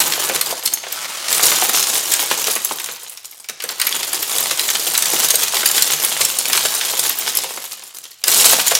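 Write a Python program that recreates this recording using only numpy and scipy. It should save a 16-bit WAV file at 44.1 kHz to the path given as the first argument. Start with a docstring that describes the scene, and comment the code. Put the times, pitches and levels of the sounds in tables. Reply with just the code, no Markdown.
"""Loose plastic toy bricks are tipped onto a table in four pours, close by, in a small room.
A short pour opens: pieces click and tap, big plates knock; the taps set off table top ring and
a low room hum. At 0.8 s bricks slide in their tub, further off. The second pour follows at 1.3 s,
and a few pieces bounce on the spot. The third builds slowly from 3.5 s, sags and settles after
7.2 s. A last brief, loud pour lands at 8.2 s."""
import sys
import numpy as np
from scipy import signal
from scipy.fft import rfft, irfft, next_fast_len
from scipy.io import wavfile

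SR = 44100
rng = np.random.default_rng(int(sys.argv[2]) if len(sys.argv) > 2 else 0)


def file_out(sig):
    """Save sig as 16-bit WAV at sys.argv[1]."""
    # one column per channel
    cols = np.atleast_2d(sig).T
    # limit, then scale
    lim = np.clip(cols, -1, 1)
    pcm = np.round(lim * 32767).astype(np.int16)
    wavfile.write(sys.argv[1], SR, pcm)


N = 387638
T = np.arange(3072) / SR  # life of one contact [s]


def amp(db):
    """Decibels to gain."""
    return 10 ** (np.asarray(db) / 20)


def norm(x):
    """Scale to unit energy."""
    return x / np.sqrt(np.sum(x ** 2) + 1e-20)


def along(points, hz):
    """Interpolate (frequency, value) points on a log axis."""
    freqs, values = np.transpose(points)
    return np.interp(np.log(hz + 1), np.log(freqs + 1), values)


def filtered(x, gain):
    """Apply a frequency-dependent gain."""
    size = next_fast_len(len(x) + 1024)
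    return irfft(rfft(x, size) * gain(np.fft.rfftfreq(size, 1 / SR)), size)[:len(x)]


def add(track, time_s, sound):
    """Mix a sound into the track."""
    part = track[max(0, round(time_s * SR)):][:len(sound)]
    part += sound[:len(part)]


def burst(hz, octaves, t60_s):
    """Crowded modes around hz, struck together and decaying; unit energy."""
    band = lambda f: np.exp(-.5 * (np.log2((f + 1) / hz) / octaves) ** 2)
    return norm(filtered(rng.standard_normal(len(T)), band) * amp(-60 * T / t60_s))


def swell(peak_s):
    """Contact envelope: one corner touches, the others follow."""
    return (T / peak_s * np.exp(1 - T / peak_s)) ** 2


# still room air: (frequency [Hz], spectral level [dB])
AIR_SPECTRUM = [(25, -42), (90, 3), (300, -21), (1000, 2), (5000, -6), (15800, -20)]
def air(rms_db=-60):
    """Faint steady room noise."""
    noise = filtered(rng.standard_normal(N), lambda f: amp(along(AIR_SPECTRUM, f)))
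    return amp(rms_db) * np.sqrt(N) * norm(noise)


def brick(hz, settle_s, crack_db, others_db=-8, tail_db=-19, tick_db=-11, purer_db_per_oct=5, count=5):
    """One piece lands: a tick, then its modes and a crack swell together; a faint ring remains."""
    other_hz = np.minimum(hz * 2 ** rng.uniform(-1.2, .8, count), rng.uniform(11000, 15500, count))
    modes_hz = np.r_[hz, other_hz][:, None]
    modes_db = np.r_[0, rng.normal(others_db, 4, count)][:, None]
    phases = rng.random((count + 1, 1))
    ring = np.sum(amp(modes_db) * np.sin(2 * np.pi * (modes_hz * T + phases)), axis=0)
    chatter = swell(settle_s * np.exp(rng.normal(0, .2)))
    tail = amp(-60 * T / .045) * (1 - np.exp(-T / settle_s))
    envelope = chatter + amp(tail_db) * tail
    crack = norm(burst(hz * 1.11, octaves=0.99, t60_s=0.6) * envelope)
    tick = burst(hz, octaves=0.9, t60_s=0.00081)
    # small, high pieces ping; big ones mostly crack
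    crack_gain = amp(crack_db - purer_db_per_oct * np.log2(hz / 8000))
    return norm(norm(ring * envelope) + crack_gain * crack + amp(tick_db) * tick)


def tap(hz, rattle_db=-2, rattle_t60_s=0.02):
    """The table top gives under a piece: a push of a cycle or two and a short woody rattle."""
    push = np.sin(2 * np.pi * hz * T) * amp(-14 * T * hz)
    rattle = burst(hz * 1.7, octaves=0.71, t60_s=rattle_t60_s)
    return norm(norm(push) + amp(rattle_db) * rattle)


def flow(now_s, start_s, rise_s, empty_s, db, sag_db_per_s, patter_db, settle_db_per_s=25.5):
    """Gains of one pour: it builds as the tub tips, sags as it drains, settles once it is empty."""
    pouring_s = np.clip(now_s, start_s, empty_s) - start_s
    settling_s = np.maximum(now_s - empty_s, 0)
    tipped = 1 - np.exp(-pouring_s / rise_s)
    level = amp(db - sag_db_per_s * pouring_s - settle_db_per_s * settling_s)
    clatter = level * tipped ** 1.3  # needs pieces to collide, so builds later
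    patter = level * tipped * amp(patter_db - 2 * settling_s)  # hops get lower, so fades faster
    return clatter, patter


# brick-on-brick colour: (frequency [Hz], gain [dB])
CLATTER_SPECTRUM = [(300, -14), (900, 0.5), (1800, -5), (3400, 1), (4700, -1), (7100, 0.5), (12300, -4.5),
                    (15800, -6.5)]
# tips of the tub: (start [s], rise [s], empty [s], level [dB], sag [dB/s], patter re clatter [dB])
TUB_TIPS = [(0, 0.00067, 0.36, -19, 10, -8.5), (1.279, 0.021, 2.488, -14, 5.5, -13),
            (3.48, 0.96, 7.24, -14.5, 1.5, -13.5), (8.233, 0.056, 8.45, -10.5, 1, -15.5)]
def pours(busy_per_s=1100, trickle_per_s=60, scatter_db=3, clump_db=3.5, clumps_per_s=55, count=500):
    """Streams of assorted pieces, denser when louder. Returns clicks and table taps."""
    pieces = [brick(hz, settle_s=0.0015, crack_db=-0.5) for hz in rng.uniform(1317, 15300, count)]
    pieces = [norm(filtered(p, lambda f: amp(along(CLATTER_SPECTRUM, f)))) for p in pieces]
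    thumps = [tap(hz) for hz in 850 * np.exp(rng.normal(0, 0.41, count))]
    clicks, taps, now_s = np.zeros(N), np.zeros(N), np.arange(N) / SR
    # pieces leave in clumps; most touch lightly, a few hit hard
    bunching_db = clump_db * np.interp(now_s * clumps_per_s, np.arange(N), rng.standard_normal(N))
    chance = rng.random(N)
    hardness_db = np.minimum(scatter_db * rng.exponential(size=N), 14)
    choices = rng.integers(count, size=(N, 2))
    clatter, patter = np.max([flow(now_s, *pour) for pour in TUB_TIPS], axis=0)
    hits_per_s = trickle_per_s + busy_per_s * (clatter / amp(-20)) ** .65
    hits = np.flatnonzero(chance < hits_per_s / SR)
    sizes = amp(hardness_db[hits] + bunching_db[hits])
    sizes *= np.sqrt(SR / hits_per_s[hits] / np.mean(sizes ** 2))  # unit power at any density
    for i, size in zip(hits, sizes):
        piece, spot = choices[i]
        polarity = (-1) ** spot
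        add(clicks, now_s[i], size * clatter[i] * amp(-0.5) * pieces[piece])
        add(taps, now_s[i], polarity * size * patter[i] * amp(1) * thumps[spot])
    return clicks, taps


# low room hum (first two rows) and table top ring: (frequency [Hz], level [dB], t60 [s])
HUM_AND_RING = [(81.5, -53.5, 0.89), (151.7, -38, 0.32), (189.6, -39.5, 0.15), (249.5, -27.5, 0.091),
                (362, -57, 1), (420, -56, 0.16), (498.6, -37, 0.26), (543.5, -31.5, 0.1), (1200, -62, 0.04)]
def table_and_hum(taps, ring_db=-20, low_cut_hz=215):
    """Taps, thin in deep bass, set off a low room hum and the table top's ring."""
    t = np.arange(SR) / SR
    ring = sum(amp(db - 60 * t / t60_s) * np.sin(2 * np.pi * hz * t) for hz, db, t60_s in HUM_AND_RING)
    direct = signal.sosfilt(signal.butter(2, low_cut_hz, "high", fs=SR, output="sos"), taps)
    return direct + amp(ring_db) * signal.fftconvolve(taps, ring)[:N]


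# single pieces that stand out: (time [s], ring level [dB], ring pitch [Hz], clack level [dB])
HARD_LANDINGS = [(0.0034, 2, 7940, -15), (0.0168, -8, 3440, -15), (0.1221, -3, 4270, -25),
                 (0.1354, -6, 3290, -20), (0.2169, -11, 10690, -24), (0.3606, -7.5, 4020, -23),
                 (0.4115, 2, 8970, -14.5), (0.4603, -6, 7570, -29), (0.6546, -2, 11300, -32),
                 (0.6599, 1, 8170, -25), (0.6744, -2.5, 4270, -27), (0.7372, 2.5, 12650, -27),
                 (0.9238, -5, 11940, -35), (1.2825, -5, 4230, -27), (1.3279, 2.5, 7800, -14),
                 (1.3468, -3, 9180, -20), (1.4551, 2.5, 10800, -22), (1.4674, 2, 11100, -26),
                 (2.1186, 1, 7350, -17), (2.138, 3.5, 7000, -12.5), (2.4423, -4, 5650, -28),
                 (2.5531, -3, 10540, -21), (2.6479, 1, 11200, -28), (2.799, -12, 8740, -18.5),
                 (2.8424, -11, 9260, -27), (2.8609, -12, 6870, -25), (3.0959, -15, 10200, -39),
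                 (3.1224, -23, 10300, -36), (3.1732, -17.5, 5530, -31), (3.254, -15, 7040, -37),
                 (3.3103, -21, 11500, -48), (3.443, -23, 4900, -34), (3.4875, -12, 5800, -23),
                 (3.4955, -10.5, 6200, -26), (3.6022, -14, 3260, -22), (3.6217, -13, 9800, -23),
                 (3.6396, -7, 8320, -24), (3.69, -7.5, 4440, -19), (3.7983, -4, 8380, -14),
                 (3.8152, 0.5, 9140, -9), (3.8686, 1.5, 11630, -10), (3.9255, -4, 3420, -25),
                 (4.0302, -7, 4520, -19), (4.1305, -2.5, 10700, -17), (4.2261, -3, 12100, -16.5),
                 (4.3834, -1, 7340, -20), (4.4059, -3, 12100, -27), (4.5095, -3.5, 4050, -15),
                 (4.595, 0, 4050, -17), (4.688, -4, 3420, -21), (4.7027, -3, 11500, -16),
                 (4.7538, -3.5, 2980, -16), (4.9506, -4, 4010, -12), (4.9771, 4, 7830, -14),
                 (5.0235, 1, 6100, -16), (5.0559, -2, 7650, -16), (5.2859, -1, 7900, -22),
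                 (5.3048, 5, 6480, -14.5), (5.3552, 3.5, 8480, -25), (5.5672, -4, 7880, -13),
                 (5.658, 5.5, 10200, -10.5), (5.7798, -1, 3390, -12), (5.8227, 7.5, 7390, -16),
                 (6.0472, 2.5, 11050, -15), (6.2103, -5.5, 3700, -19), (6.2492, 3.5, 7630, -21),
                 (6.387, 1.5, 8080, -30), (6.4548, -3, 4650, -27), (6.5301, 2.5, 6100, -8.5),
                 (6.8109, -4.5, 3250, -14), (6.9945, 1.5, 8100, -30), (7.0948, 1, 13350, -16),
                 (7.1876, -3, 15400, -37), (7.3522, -3, 11000, -28), (7.3711, 3, 11240, -21),
                 (7.7199, -13.5, 4500, -33), (8.0396, -18, 6080, -38), (8.115, -22.5, 4290, -45),
                 (8.2392, 0, 4960, -18), (8.2811, 6, 7400, -11), (8.316, 0, 12490, -18),
                 (8.3444, -1, 6880, -23), (8.4452, 1, 6600, -28), (8.6797, 3.5, 6980, -31),
                 (8.751, 5.5, 5660, -13)]
def landings(ring_gain_db=12.5, clack_gain_db=20, clack_hz=2500, lead_s=.0008):
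    """Pieces fall hard and near: a bright ring over a duller clack."""
    out = np.zeros(N)
    clack_rise = 1 - np.exp(-T / .0025)
    for time_s, ring_db, hz, clack_db in HARD_LANDINGS:
        ring = brick(hz, settle_s=0.0022, crack_db=0)
        clack = norm(burst(clack_hz, octaves=1.0, t60_s=0.05) * clack_rise)
        add(out, time_s - lead_s, amp(ring_db + ring_gain_db) * ring)
        add(out, time_s - lead_s, amp(clack_db + clack_gain_db) * clack)
    return out


# heavy pieces: (time [s], level [dB], pitch [Hz], thud level [dB], clack level [dB])
PLATE_KNOCKS = [(0.177, -16, 775, -43, -22), (0.296, -5.5, 570, -29, -9.5), (0.31, -20, 533, -30, -27),
                (0.525, -10.5, 560, -34, -28), (0.837, -25, 713, -47, -18), (0.867, -21, 670, -47, -19.5),
                (1.395, -15, 1230, -52, -11), (1.518, -14, 1110, -41, -7), (1.622, -8, 853, -34, -10),
                (1.694, -12, 1280, -33, -12), (2.229, -17.5, 840, -44, -19), (2.312, -8.5, 1000, -25, -5.5),
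                (2.481, -12, 484, -31, -13), (2.561, -15, 972, -32, -11), (2.71, -11, 890, -28, -17),
                (2.888, -21, 524, -39, -17), (3.495, -22, 490, -38.5, -21), (3.64, -21, 490, -37, -20.5),
                (4.51, -16.5, 1200, -40, -18), (5.134, -12, 700, -21, -16), (5.339, -14, 530, -37, -18),
                (5.536, -12, 1110, -45, -23), (5.631, -13, 1400, -34, -11.5), (5.698, -16, 510, -38, -13),
                (6.204, -15.5, 476, -39, -17), (6.499, -12.5, 570, -35, -13), (6.55, -14.5, 1350, -33, -15),
                (6.651, -12, 484, -32, -16), (6.935, -15.5, 1010, -39, -19), (7.443, -16, 800, -40, -26),
                (7.506, -23, 797, -44, -24), (7.574, -18, 1030, -39, -19.5), (8.531, -5, 706, -21.5, -7.5),
                (8.585, -11, 657, -28, -24), (8.716, -6.5, 530, -33, -8)]
def knocks(clack_hz=1700, thud_hz=300, hollow_hz=560, slap_delay_s=.001):
    """Big plates and beams: an edge clacks, the piece slaps down in one stiff push and rings hollow."""
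    out = np.zeros(N)
    push = lambda hz, cycles: norm(np.sin(2 * np.pi * hz * T) * swell(cycles / hz))
    for time_s, db, hz, thud_db, clack_db in PLATE_KNOCKS:
        clack = amp(clack_db + 17) * burst(clack_hz, octaves=1.0, t60_s=0.065)
        slap = amp(db + 15) * push(hz, cycles=0.83)
        thud = amp(thud_db + 27) * push(thud_hz, cycles=0.42)
        hollow = amp(db + 12) * burst(hollow_hz, octaves=0.43, t60_s=0.053)
        add(out, time_s, clack)
        add(out, time_s + slap_delay_s, slap + thud + hollow)
    return out


# rustle in the tub: (frequency [Hz], spectral level [dB])
TUB_SPECTRUM = [(60, -28), (300, -14.5), (750, -6.5), (1300, -3.5), (1800, -7), (3000, -5), (6500, -6),
                (10000, -10), (15800, -18)]
# slide envelope: (time [s], level [dB])
SLIDE_LEVELS = [(0.8, -40), (0.924, -26), (1.3, -24.5)]
def tub_slide(gain_db=-2, contacts_per_s=1500, contact_t60_s=0.028):
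    """Bricks slide over each other in the tilted tub: a dense, dull rustle of small contacts."""
    contacts = (rng.random(N) < contacts_per_s / SR) * rng.standard_normal(N) ** 2
    energy = np.abs(signal.fftconvolve(contacts, amp(-60 * T / contact_t60_s) ** 2)[:N])
    grains = np.sqrt(energy) * rng.standard_normal(N)
    rustle = norm(filtered(grains, lambda f: amp(along(TUB_SPECTRUM, f)))) * np.sqrt(N)
    times_s, levels_db = np.transpose(SLIDE_LEVELS)
    envelope_db = np.interp(np.arange(N) / SR, times_s, levels_db, left=-120, right=-120)
    return rustle * amp(envelope_db + gain_db)


# pieces rocking on the spot: (start [s], end [s], pitch [Hz], level [dB])
ROCKING_PIECES = [(1.763, 1.853, 5240, -5.5), (2.486, 2.58, 11000, -10), (2.64, 2.76, 11050, -19),
                  (5.674, 5.72, 7230, -1.5), (7.354, 7.46, 11200, -21), (7.54, 7.72, 11200, -24)]
def rockers(gain_db=13, mean_gap_s=0.019, max_hops=16):
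    """A piece bounces unevenly on one note; longer hops land harder."""
    out = np.zeros(N)
    for start_s, end_s, hz, db in ROCKING_PIECES:
        hops = rng.uniform(.6, 1.4, max_hops)
        times_s = start_s + mean_gap_s * (np.cumsum(hops) - hops[0])
        for time_s, hop in zip(times_s[times_s <= end_s], hops):
            ping = brick(hz, settle_s=0.0017, crack_db=2, others_db=-34, tail_db=-11)
            add(out, time_s, amp(db + gain_db) * np.sqrt(hop) * ping)
    return out


# room decay: (frequency [Hz], t60 [s])
ROOM_DECAY = [(100, 0.092), (500, 0.43), (1500, 0.9), (4000, 1), (9000, 0.34), (16000, 0.13)]
def room(x, tail_db=-10, early_db=-10, early_t60_s=0.072, delay_s=.004, crossfade_s=.015, count=8):
    """Near surfaces answer first, the mids ring longest; each spot on the table has its own echoes."""
    out = np.zeros(N)
    steps = np.arange(N) / SR / crossfade_s
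    spots = rng.integers(count, size=N)
    for spot in range(count):
        hz, t, spectra = signal.stft(rng.standard_normal(SR), SR, nperseg=256)
        decay = amp(-60 * t / along(ROOM_DECAY, hz)[:, None])
        tail = signal.istft(spectra * decay, SR, nperseg=256)[1]
        early = rng.standard_normal(len(tail)) * amp(-60 * np.arange(len(tail)) / SR / early_t60_s)
        response = amp(tail_db) * norm(tail) + amp(early_db) * norm(early)
        share = np.sin(np.pi / 2 * np.interp(steps, np.arange(N), spots == spot))
        add(out, delay_s, signal.fftconvolve(x * share, response))
    return out


def scene():
    """Bricks, table and tub in the room."""
    clicks, taps = pours()
    sources = clicks + landings() + rockers() + table_and_hum(taps + knocks()) + tub_slide()
    return (sources + room(sources) + air())[None]


def record(dry, ceiling=1.05, low_cut_hz=71, high_cut_hz=15900):
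    """Soft-clip the sharpest clicks, then band-limit."""
    rounded = dry[0] / (1 + np.abs(dry[0] / ceiling) ** 6) ** (1 / 6)
    thinned = signal.sosfilt(signal.butter(5, low_cut_hz, "high", fs=SR, output="sos"), rounded)
    return filtered(thinned, lambda hz: hz < high_cut_hz)[None]


dry = scene()
out = record(dry)
file_out(out)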